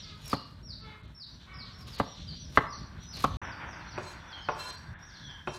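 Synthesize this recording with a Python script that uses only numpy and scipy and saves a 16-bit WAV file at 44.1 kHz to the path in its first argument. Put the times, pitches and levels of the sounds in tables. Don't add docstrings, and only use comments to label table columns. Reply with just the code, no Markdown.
import sys
import numpy as np
from scipy import signal
from scipy.fft import rfft, irfft
from scipy.io import wavfile
from scipy.ndimage import uniform_filter1d

SR = 44100
rng = np.random.default_rng(int(sys.argv[2]) if len(sys.argv) > 2 else 0)


def attenuation_scalar(level_db):
    decades = np.asarray(level_db, float) / 20
    return 10 ** decades


def put_to_file(sound):
    columns = np.atleast_2d(sound).T
    safe = np.clip(columns, -1, 1)
    whole_steps = np.round(safe * 32767)
    wavfile.write(sys.argv[1], SR, whole_steps.astype(np.int16))


N = 246078

# (f/Hz, level/dB, time to fall 60 dB/s)
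NEAR_WOOD = [(494, -1.5, 0.014), (585, -4, 0.023), (690, -7.5, 0.029), (847, -9, 0.027), (871.5, 1, 0.011),
             (1048, -7, 0.035), (1095, -7, 0.014), (1185, 1, 0.028), (1340, -11, 0.05), (1585, -4, 0.03),
             (1776, -18, 0.043), (2012, -14, 0.035), (2890, -20, 0.019), (4100, -30, 0.019)]
# (start/s, end/s)
SILENCE = (3.3697, 3.4168)


def near_chops():
    # (t/s, peak level/dB, then re peak: thud/dB, low wood/dB, crack/dB)
    blows = [
        (0.3299, -14, -9, -17, -39),
        (1.9993, -16, -6.5, 13.5, -26),
        (2.5733, -2, -20, -19, -28.5),
        (3.2412, -10, -15.5, -25, -93),
    ]
    landing = [
        [-3, 8, 3, -1, 0.46, -8, -2, -4],
        [5.5, 4, 6.5, -1, -1.1, 6.5, -1, 5.5],
        [-11, 34, 2, 0.9, -1.8, 7, 3.5, 3.5],
        [12, 8, -12, 0.89, 0.15, -19, -18, -2],
    ]
    rebound = [-13.5, -11.5, -9.5, -3]
    bowl_levels = [-38.5, -41, -33, -38.5]
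    # (delay/s, level/dB)
    contact = [(0, -4.5), (.00085, -5), (.0017, -1.5), (.00255, -9.5), (.0064, -10)]
    return knocks(blows, landing, rebound, bowl_levels, NEAR_WOOD, contact,
                  board_db=-12.5, thud_db=0.2, tail_db=-17.5, tail_t60=0.068, crack_t60=0.0066, crack_hz=7800)


def far_chops():
    # (t/s, peak level/dB, then re peak: thud/dB, low wood/dB, crack/dB)
    blows = [
        (3.978, -27.5, -22, -2.5, -22),
        (4.487, -15, -43, -12, -32),
        (5.4735, -23.5, -10.5, -6, -25),
    ]
    landing = [
        [1.5, 1, -0.9, 1, -1, 0.91, -1, 1],
        [-2, 1, -1, -2.5, -0.9, 0.86, -1.2, 0.91],
        [3, -1.6, -1.1, 3, -1, -1, -1, 1],
    ]
    rebound = [-4, -14, -13]
    bowl_levels = [-33, -31.5, -32]
    # (delay/s, level/dB)
    contact = [(0, 7.5), (.0014, 11), (.0034, 3.5), (.007, 10), (0.012, -14)]
    # (f/Hz, level/dB, time to fall 60 dB/s)
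    board = [(372, 10.5, 0.11), (513, 7, 0.017), (601, 4.5, 0.15), (686, -14, 0.025), (837, -9, 0.08),
             (1015, -17.5, 0.029), (1050, -1, 0.0096), (1176, -10, 0.033), (1340, -10, 0.08),
             (1720, -7, 0.071), (2160, -2.5, 0.031), (2600, 3, 0.02), (2500, 6, 0.018), (2850, -16, 0.091)]
    return knocks(blows, landing, rebound, bowl_levels, board, contact,
                  board_db=-14.0, thud_db=-1.2, tail_db=-23.0, tail_t60=0.17, crack_t60=0.014, crack_hz=5100)


def knocks(blows, landing, rebound_db, bowl_db, board, contact,
           board_db, thud_db, tail_db, tail_t60, crack_t60, crack_hz):
    landing_hz = [470, 620, 830, 1000, 1180, 1550, 2000, 2700]
    # (f/Hz, level/dB, time to fall 60 dB/s)
    table_modes = [(113, -0.5, 0.085), (172.6, 7, 0.031), (180, 8.5, 0.05), (282, 1, 0.042)]
    # (f/Hz, level/dB, time to fall 60 dB/s)
    bowl_modes = [(452, -14, .15), (942, -4, .2), (1040, -7, .35), (1093, -5, .5), (1165, -4, .65),
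                  (1215, -7, .4), (1335, -6, .35), (1604, -11, .2), (1771, -13, .2), (1949, -14, .2),
                  (2024, -14, .2), (2180, -19, .15), (860, -6, .15)]
    # (delay/s, level/dB)
    bowl_rings = [
        (0, -7.5),
        (.062, -4.5),
    ]
    # (delay/s, level/dB)
    echoes = [(.0068, -13.5), (0.0139, -15), (0.035, -21), (.066, -25), (0.08, -31)]
    # (f/Hz, level/dB per Hz)
    wood_tail = [(200, -25), (400, 6.5), (1100, 4.5), (2000, -12), (3000, -11.5), (5000, -20.5)]
    rebound_s = 0.0054
    tail_follows = 0.6

    s, db, thud, low, crack = np.transpose(blows)
    spread = rng.normal(0, 1.5, (len(s), len(board)))
    board_hz = np.array(board)[:, 0]
    spot = np.array([at_hz(np.c_[landing_hz, row], board_hz) for row in landing])
    face, rim = np.zeros(N), np.zeros(N)
    rim_sign = 1
    for k, (hz, level, t60) in enumerate(board):
        blow_db = db + level + board_db + spread[:, k] + spot[:, k]
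        blow_db = blow_db + low * (hz < 870) + (crack - crack.mean()) / 2 * (hz > 1700)
        mode = ring(strike(s, blow_db), hz, t60)
        if 870 < hz < 1480:
            face += mode
        else:
            rim += rim_sign * mode
        rim_sign = -rim_sign

    table = sum((-1) ** k * ring(strike(s + 0.0027, db + thud + level + thud_db), hz, t60)
                for k, (hz, level, t60) in enumerate(table_modes))
    edge = puff(s, db + crack, crack_t60)
    edge = signal.sosfilt(signal.butter(2, 1800, "high", fs=SR, output="sos"), edge)
    tail_clicks = strike(s + 0.0032, tail_follows * db + tail_db)
    tail_level = signal.lfilter([1], [1, -attenuation_scalar(-60 / (tail_t60 * SR))], tail_clicks)
    dense = colour(rng.standard_normal(N), wood_tail) * tail_level
    bounce = repeat(face * attenuation_scalar(along(s, rebound_db)), [(rebound_s + lag, level) for lag, level in contact[:4]])
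    bowl_clicks = strike(s + 0.004014, db + bowl_db)
    bowl = sum((-1) ** k * attenuation_scalar(level + 4.6 * drift(45)) * ring(bowl_clicks, hz, t60)
               for k, (hz, level, t60) in enumerate(bowl_modes))

    direct = repeat(face, contact) + bounce + rim + table + edge + repeat(bowl, bowl_rings)
    knock = direct + repeat(direct, echoes) + dense
    return signal.sosfilt(signal.butter(3, crack_hz, fs=SR, output="sos"), knock)


def crunch():
    # (start/s, length/s, start level/dB, end level/dB)
    bites = [
        (0.172, 0.17, -79, -55),
        (0.51, 0.0052, -74, -74),
        (1.784, 0.051, -72, -74),
        (1.873, 0.049, -62.5, -71),
        (1.931, 0.07, -67.5, -56.5),
        (2.45, .006, -75, -79),
        (2.488, 0.0807, -83, -53.5),
        (3.014, 0.023, -92, -71.5),
        (3.135, 0.11, -65.5, -50),
        (3.36, 0.011, -79, -79),
    ]
    # (t/s, peak level/dB)
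    fibres = [(0.0458, -56), (0.155, -51), (0.2174, -40), (0.2462, -36), (0.2573, -28), (0.279, -21.5),
              (0.297, -23.5), (0.3296, -46), (1.781, -55), (1.8751, -59), (1.949, -36), (1.996, -29),
              (2.4633, -60), (2.5277, -42), (2.5546, -41), (2.7926, -50), (3.1338, -56), (3.1921, -47),
              (3.203, -30), (3.225, -23), (3.368, -48)]
    # (f/Hz, level/dB per Hz)
    crunch_colour = [(3820, -26), (6500, -10), (7030, -11), (7430, -13.5), (10100, -16), (11600, -13),
                     (15800, -25)]
    # (f/Hz, time to fall 60 dB/s, level/dB)
    edge_rings = [
        (6950, .03, -16),
        (11600, .008, -24),
    ]
    # (start/s, length/s, start level/dB, end level/dB)
    edge_free = (.1, .19, 6, -6)
    attack, release, settle_fade = 2300, 3800, 170
    settle_db, damped_db = -12.5, -12

    settling = [(s + long, 0, end + settle_db, end + settle_db) for s, long, _, end in bites]
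    level = swells(bites, attack, release) + swells(settling, attack, settle_fade)
    raw = rms_one(grains(7000.0 * attenuation_scalar(4.5 * drift(70)), 3.6)) * level
    bright = colour(raw, [(1500, -3), (4000, -1), *crunch_colour[1:]])
    bright = bright * np.sqrt(np.mean(level ** 2)) * attenuation_scalar(10.5)
    body = attenuation_scalar(-19.5) * sum(attenuation_scalar(db) * ring(raw, hz, t60) for hz, db, t60 in NEAR_WOOD)
    s, db = np.transpose(fibres)
    snaps = puff(s, db - 17.0, 0.034)
    snaps = signal.sosfilt(signal.butter(2, [1200, 13000], "band", fs=SR, output="sos"), snaps)
    free = attenuation_scalar(damped_db) + swells([edge_free], attack, release)
    blade = sum(attenuation_scalar(db + 1.6 * drift(25)) * ring(raw * free, hz, t60) for hz, t60, db in edge_rings)
    return bright + body + snaps + blade


def scrape():
    # (start/s, length/s, rasp at start/dB, at end/dB, ringing re rasp/dB, lift of resonances 3/4
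    # octave from 4140 Hz/dB)
    strokes = np.array([
        (3.975, 0.0036, -82, -81, -10, 18),
        (4.032, 0.085, -72, -71.5, -5.5, 8.5),
        (4.59, 0.12, -66.5, -66, 2, 0),
        (5.471, 0.0076, -77, -79, -8, 8),
        (5.544, 0.027, -68, -69.5, -4.5, 1),
    ])
    # (f/Hz, width/Hz, level/dB)
    blade = [(1023, 22, -1), (1140, 40, -10), (1365, 40, -10), (1450, 40, -10), (1680, 24, -5),
             (1910, 15, -15), (2245, 40, -18), (2390, 90, -15), (2700, 24, -10), (3138, 24, -10),
             (3214, 30, -14), (3555, 22, -19), (3720, 22, -12), (4140, 17, 4), (4310, 60, -18),
             (4740, 40, -11), (5300, 29, -20), (5600, 77, -19), (6190, 23, -23), (6470, 39, -20),
             (6710, 37, -19), (7210, 37, -22), (7830, 30, -19), (7940, 18, -15), (8090, 50, -20),
             (8730, 40, -27), (9650, 50, -27), (11200, 32, -26), (11700, 71, -28), (12100, 39, -32),
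             (12586, 24, -18), (13700, 54, -31), (14900, 97, -44)]
    # (t/s, level/dB)
    flat_knock = (5.4745, -49)
    # (f/Hz, level/dB, time to fall 60 dB/s)
    flat_modes = [(2240, -9, .2), (2700, 0, .4), (3138, 0, .45), (3720, -6, .35)]
    stroke_attack, touch_attack, release = 520, 2300, 330
    touch_s = .015

    level = sum(swells([row[:-2]], stroke_attack if row[1] > touch_s else touch_attack, release)
                for row in strokes)
    middle = strokes[:, 0] + strokes[:, 1] / 2
    ringing, tilt = along(middle, strokes[:, -2]), along(middle, strokes[:, -1])
    raw = rms_one(grains(3500.0 * attenuation_scalar(2.3 * drift(29)), 2.2)) * level
    sung = np.zeros(N)
    for hz, width, db in blade:
        push = raw * attenuation_scalar(ringing + tilt * np.sin(np.pi * np.log2(hz / 4140) / 1.5) ** 2)
        sung += attenuation_scalar(db + 2.5 * drift(10)) * width * ring(push, hz, 2.2 / width)
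    rasp = colour(raw, [(500, -27), (1000, -41), (2500, -8.5), (4000, 10.5), (7000, 5.5), (10500, 1.0),
                        (13500, -24), (15500, -44)])
    knocked = sum(ring(strike([flat_knock[0]], [flat_knock[1] + db]), hz, t60) for hz, db, t60 in flat_modes)
    return knocked + attenuation_scalar(-34.0) * sung + attenuation_scalar(14.0) * np.sqrt(np.mean(level ** 2)) * rasp


def peeps():
    # (top of pitch/s, top f/Hz, end f/Hz, level/dB, fall/s)
    caller = [(.274, 5590, 3950, -50, 0.07), (0.665, 5600, 3750, -50, 0.07),
              (1.184, 5450, 3850, -51, 0.055), (1.572, 5430, 3750, -52, 0.058),
              (1.906, 5470, 3580, -55.5, .065), (2.262, 5590, 5500, -59.5, 0.022),
              (3.105, 5170, 5050, -54, .022), (2.705, 5150, 4000, -56.5, 0.041)]
    # (top of pitch/s, top f/Hz, end f/Hz, level/dB)
    quick = [(.014, 5680, 4470, -47.5), (1.54, 4900, 4700, -80), (3.44, 5934, 5100, -54.5),
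             (3.503, 5550, 4250, -59), (3.713, 5760, 4680, -53), (3.893, 5880, 3950, -57),
             (4.288, 5870, 4000, -58), (4.435, 5220, 4050, -56.5), (4.512, 5850, 4600, -54),
             (4.765, 4690, 3920, -60), (5.115, 5730, 3560, -61.5), (5.511, 5680, 5100, -51)]
    # (top of pitch/s, top f/Hz, end f/Hz, level/dB, fall/s)
    hooks = [(.76, 5920, 6100, -66, 0.02), (1.345, 5860, 5730, -61, 0.017), (1.775, 5770, 5600, -66, .02),
             (1.794, 5530, 4300, -55.5, 0.038), (2.11, 5710, 4900, -52.5, 0.04),
             (2.266, 6260, 6130, -65, 0.0088), (2.421, 5860, 5040, -48, 0.039),
             (2.754, 5850, 3950, -49.5, 0.039), (3.065, 5950, 4895, -48.5, 0.08),
             (3.343, 6160, 6270, -57.5, 0.012), (3.714, 6300, 6130, -61, 0.076),
             (3.969, 5800, 5800, -54.5, 0.022), (4.42, 6480, 6470, -63, .05),
             (4.731, 5720, 5430, -53, 0.048), (5.066, 5730, 4430, -54, 0.042),
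             (5.1, 6440, 6450, -63, 0.043), (5.277, 5880, 4400, -57, 0.03), (5.4, 5920, 5800, -77, 0.081)]
    # (start/s, start f/Hz, end f/Hz, level/dB, fall/s)
    fragments = [(2.276, 4950, 4050, -53, .048), (1.53, 5200, 4800, -60, 0.045),
                 (3.135, 7500, 6800, -64, .016), (2.79, 7600, 6500, -67, .016),
                 (2.3, 3700, 4250, -71, 0.029), (4.7, 4600, 3100, -78, 0.02),
                 (3.864, 4700, 4000, -67, .022), (4.12, 5000, 4200, -67, .025), (3.8, 4600, 4100, -69, .02),
                 (5.018, 5150, 5050, -68, 0.016), (5.164, 4600, 4020, -66, 0.027),
                 (5.194, 4100, 3200, -67, 0.015), (5.211, 4600, 3100, -70, 0.016),
                 (3.122, 5200, 4000, -52.5, .026)]
    # (f/Hz, level/dB)
    beak_colour = [(3000, -14), (3650, 0), (4300, 5), (5000, -3.5), (5500, -8), (6500, -12)]
    # (start/s, length/s, start f/Hz, end f/Hz, level/dB)
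    whistles = [
        (0.368, 0.021, 2820, 2890, -66),
        (2.265, 0.062, 3160, 3066, -67),
        (4.211, 0.039, 3490, 3440, -64.5),
        (4.332, 0.074, 3264, 3068, -56.5),
        (5.229, .12, 3500, 3052, -56),
    ]
    # rise/s, share of pitch gained in the rise, how much the fall quickens
    calls = [(*row, .04, .018, 1.2) for row in caller]
    calls += [(*row, .005, 0, 1) for row in fragments]
    calls += [(*row, (row[1] - row[2]) / 40000, 0.029, .018, 1.2) for row in quick]
    calls += [(*row, .065, .055, 2.2) for row in hooks]

    out = np.zeros(N + 2 * SR)
    for top_s, top_hz, end_hz, db, fall, rise, gained, bend in calls:
        up = np.linspace(-1, 0, int(rise * SR))
        down = np.linspace(0, 1.12, int(1.12 * fall * SR))
        hz = np.r_[top_hz * (1 - gained * up ** 2), top_hz - (top_hz - end_hz) * down ** bend]
        swell = np.sin(np.pi * np.linspace(0, 1, len(hz))) ** 0.67
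        phase = 2 * np.pi * np.cumsum(hz) / SR
        tone = np.sin(phase) + attenuation_scalar(-37.0) * np.sin(2 * phase)
        at = SR + round((top_s - rise) * SR)
        out[at:at + len(hz)] += attenuation_scalar(db + at_hz(beak_colour, hz)) * swell * tone

    s, long, start_hz, end_hz, db = np.transpose(whistles)
    times = np.c_[s, s + long / 2, s + 1.5 * long]
    hz = along(times, np.c_[start_hz, end_hz + .3 * (start_hz - end_hz), end_hz])
    level = swells(np.c_[s, long, db, db - 5], 1200, 480)
    phase = 2 * np.pi * np.cumsum(hz * (1 + .009 * drift(80))) / SR
    whistle = level * attenuation_scalar(2.2 * drift(30)) * np.sin(phase)
    return (out[SR:SR + N] + whistle) * attenuation_scalar(3.5 * drift(104))


def hen():
    # (start/s, length/s, pitch f/Hz, level/dB, beak opening/dB per octave)
    clucks = [
        (0.063, 0.082, 419.6, -59.5, 6.5),
        (.85, 0.04, 434.5, -52.5, 2.5),
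        (0.918, 0.057, 428.4, -57, 1),
        (1.491, 0.1, 379, -52, 1),
        (1.658, 0.19, 373.4, -56.5, -9),
    ]
    # (f/Hz, level/dB)
    throat = [(300, -22), (440, -6), (800, -12), (1200, 1), (1500, -4), (1820, -11), (2200, -6),
              (2900, -18), (3500, -13)]
    s, long, pitch, db, beak = np.transpose(clucks)
    times = np.c_[s, s + long]
    hz = along(times, np.c_[pitch, pitch - 50 * long])
    opening = along(times, np.c_[beak, beak - 15 * long])
    level = swells(np.c_[s, long, db, db - 4], 330, 400)
    phase = 2 * np.pi * np.cumsum(hz * (1 + .015 * drift(50))) / SR
    voiced = np.zeros(N)
    for k in range(1, 10):
        lift = opening * np.maximum(np.log2(k / 3), 0)
        voiced += attenuation_scalar(at_hz(throat, k * hz) + lift + 3.5 * drift(25)) * np.sin(k * phase)
    breath = attenuation_scalar(-4) * colour(rng.standard_normal(N), throat)
    return level * (voiced * (1 + .3 * np.sin(phase / 2)) + breath)


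def shed(x):
    t = np.arange(SR) / SR
    tail = rng.standard_normal(SR) * attenuation_scalar(-60 * t / 0.58) * np.minimum(t / 0.0041, 1)
    tail = signal.sosfilt(signal.butter(1, 12900, fs=SR, output="sos"), tail)
    return signal.fftconvolve(x, tail / np.sqrt(np.sum(tail ** 2)))[:N]


def wind():
    # (t/s, level/dB)
    gusts = [(0, -47), (1.2, -50), (2, -47), (3.3, -44.5), (4.101, -47), (5, -51.5), (5.58, -47)]
    # (f/Hz, level/dB per Hz)
    rumble = [(14, -33), (24, -6), (65, 2), (155, -2), (233, -9), (316, -18), (500, -27.5), (650, -22),
              (1100, -120)]
    return attenuation_scalar(along(*np.transpose(gusts))) * patchy(rumble, 4.15, 4.1)


def road():
    # (start/s, length/s, start level/dB, end level/dB)
    passing = [
        (2.73, 0.31, -64, -62),
        (3.42, 1.82, -42.5, -63.5),
    ]
    # (f/Hz, level/dB per Hz)
    traffic = [(180, -24), (300, -5.5), (432, -14), (711, -7.5), (822, -5), (913, -1.5), (1260, -5.5),
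               (1490, -0.5), (3600, -20.5), (4680, -59), (7920, -120)]
    # (start/s, length/s, start level/dB, end level/dB)
    tyre_roar = (5, 1.6, -54.5, -67)
    # (f/Hz, level/dB per Hz)
    tyre_bands = [(850, -11.5), (1000, -2), (1200, -19), (1450, -2), (1670, 9), (1800, -1), (2200, -8)]
    attack, release = 470, 21
    level = attenuation_scalar(-65) + swells(passing, attack, release)
    tyres = swells([tyre_roar], release, release) * patchy(tyre_bands, 3.0, 10.0)
    return level * patchy(traffic, 2.75, 10.0) + tyres


def distant_flock():
    # (t/s, level/dB)
    flock_level = [(0, -57), (1, -66.5), (1.999, -55), (3.4, -61.5), (4.4, -60), (5.58, -61)]
    # (f/Hz, level/dB per Hz)
    first_colour = [(1590, -19), (2700, -9.5), (3550, 1), (4200, -0.5), (5020, -19), (5540, -13),
                    (6120, -15), (6600, -21.5), (8580, -32), (14500, -120)]
    # (f/Hz, level/dB per Hz)
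    far_colour = [(1590, -60), (2700, -16), (3520, 3.5), (3850, -4), (4390, -12), (4930, -14), (5620, 0),
                  (6600, -23), (8580, -62), (14500, -120)]
    t = np.arange(N) / SR
    lingering = attenuation_scalar(-47.5 - 91 * t)
    level = attenuation_scalar(along(*np.transpose(flock_level))) + lingering
    return level * np.where(t < SILENCE[1], patchy(first_colour, 6.1, 3.9), patchy(far_colour, 5.4, 1.93))


def hiss():
    # (f/Hz, level/dB per Hz)
    hiss_colour = [(3530, -31), (6000, 0.5), (8730, 1.5), (10300, -5), (12100, -1.5), (15800, -11)]
    return attenuation_scalar(-80.5) * patchy(hiss_colour, 1.0, 15.0)


def rms_one(x):
    return x / np.sqrt(np.mean(x ** 2) + 1e-20)


def at_hz(points, hz):
    return np.interp(np.log(hz), np.log(np.array(points)[:, 0]), np.array(points)[:, 1])


def drift(rate):
    r = np.exp(-80 * np.pi * rate / SR)
    slow = signal.lfilter([1], [1, -2 * r, r * r], rng.standard_normal(N // 40 + 2002))[2000:]
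    return np.interp(np.arange(N) / 40, np.arange(len(slow)), rms_one(slow))


def colour(x, spectrum):
    hz = np.fft.rfftfreq(N, 1 / SR) + 1
    (low_hz, low_db), (high_hz, high_db) = spectrum[0], spectrum[-1]
    closed = [(low_hz * .8, low_db - 40), *spectrum, (high_hz * 1.1, high_db - 40)]
    return rms_one(irfft(rfft(x) * attenuation_scalar(at_hz(closed, hz)), N))


def patchy(spectrum, patchy_db, rate):
    halves = sum(rng.standard_normal(N) * attenuation_scalar(patchy_db * drift(rate)) for _ in range(2))
    return colour(halves, spectrum)


def ring(clicks, hz, t60):
    r, w = attenuation_scalar(-60 / (t60 * SR)), 2 * np.pi * hz / SR
    return signal.lfilter([0, np.sin(w)], [1, -2 * r * np.cos(w), r * r], clicks + 1e-18)


def strike(times, levels_db):
    clicks = np.zeros(N)
    clicks[np.round(np.array(times) * SR).astype(int)] = attenuation_scalar(np.array(levels_db))
    return clicks


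def puff(times, levels_db, t60):
    level = signal.lfilter([1], [1, -attenuation_scalar(-60 / (t60 * SR))], strike(times, levels_db))
    return level * rng.standard_normal(N)


def grains(per_s, size_db):
    happens = rng.random(N) < per_s / SR
    size = attenuation_scalar(size_db * np.minimum(rng.exponential(1, N), 5))
    return happens * size * rng.choice([-1, 1], N)


def repeat(x, taps):
    return sum(attenuation_scalar(db) * np.r_[np.zeros(round(lag * SR)), x][:N] for lag, db in taps)


def along(s, values):
    return np.interp(np.arange(N) / SR, np.ravel(s), np.ravel(values))


def swells(rows, attack, release):
    t = np.arange(N) / SR
    total = 0
    for s, long, a, b in rows:
        before, after = np.maximum(s - t, 0), np.maximum(t - s - long, 0)
        total = total + attenuation_scalar(along([s, s + long], [a, b]) - attack * before - release * after)
    return total


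def scene():
    near = near_chops() + crunch()
    far = far_chops() + scrape()
    chicks, cluck = peeps(), hen()
    dulled = signal.sosfilt(signal.butter(3, 5240, fs=SR, output="sos"), chicks)
    wet = shed(attenuation_scalar(-17.5) * near + attenuation_scalar(-10.5) * far + attenuation_scalar(8) * dulled + attenuation_scalar(-2.0) * cluck)
    background = wind() + road() + distant_flock() + hiss()
    return (near + far + attenuation_scalar(5.5) * chicks + attenuation_scalar(-5.0) * cluck + wet + background)[None]


def low_pass(x):
    return signal.sosfilt(signal.butter(12, 15900, fs=SR, output="sos"), x)


def record(dry):
    # (start/s, length/s, lost above f/Hz)
    treble_gaps = [(.437, .012, 6500), (.812, .026, 6500), (1.018, .012, 5000), (1.064, .012, 5000),
                   (1.55, .014, 6000), (1.966, .018, 5500), (3.177, .01, 6600), (4.038, .01, 8500),
                   (4.62, .15, 14200), (4.71, .014, 6000), (4.76, .012, 6000), (4.94, .048, 3800)]
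    t = np.arange(N) / SR
    heard = 1.1 * np.tanh(dry / 1.1)
    heard = signal.sosfilt(signal.butter(4, 40.0, "high", fs=SR, output="sos"), heard)
    loud, faint = [signal.sosfiltfilt(signal.butter(4, band, "band", fs=SR, output="sos"), heard)
                   for band in ([5000, 6100], [6150, 7800])]
    masked = uniform_filter1d(loud ** 2, 1024) > attenuation_scalar(44) * uniform_filter1d(faint ** 2, 1024)
    heard = heard - faint * uniform_filter1d(np.roll(masked, 600) * 1., 700)
    for s, long, hz in treble_gaps:
        treble = signal.sosfiltfilt(signal.butter(6, hz, "high", fs=SR, output="sos"), heard)
        gap = uniform_filter1d(((t > s) & (t < s + long)) * 1., 200)
        heard = heard - .9 * treble * gap
    sounding = uniform_filter1d(((t < SILENCE[0]) | (t > SILENCE[1])) * 1., size=80)
    return low_pass(heard * sounding)


dry = scene()
out = record(dry)
put_to_file(out)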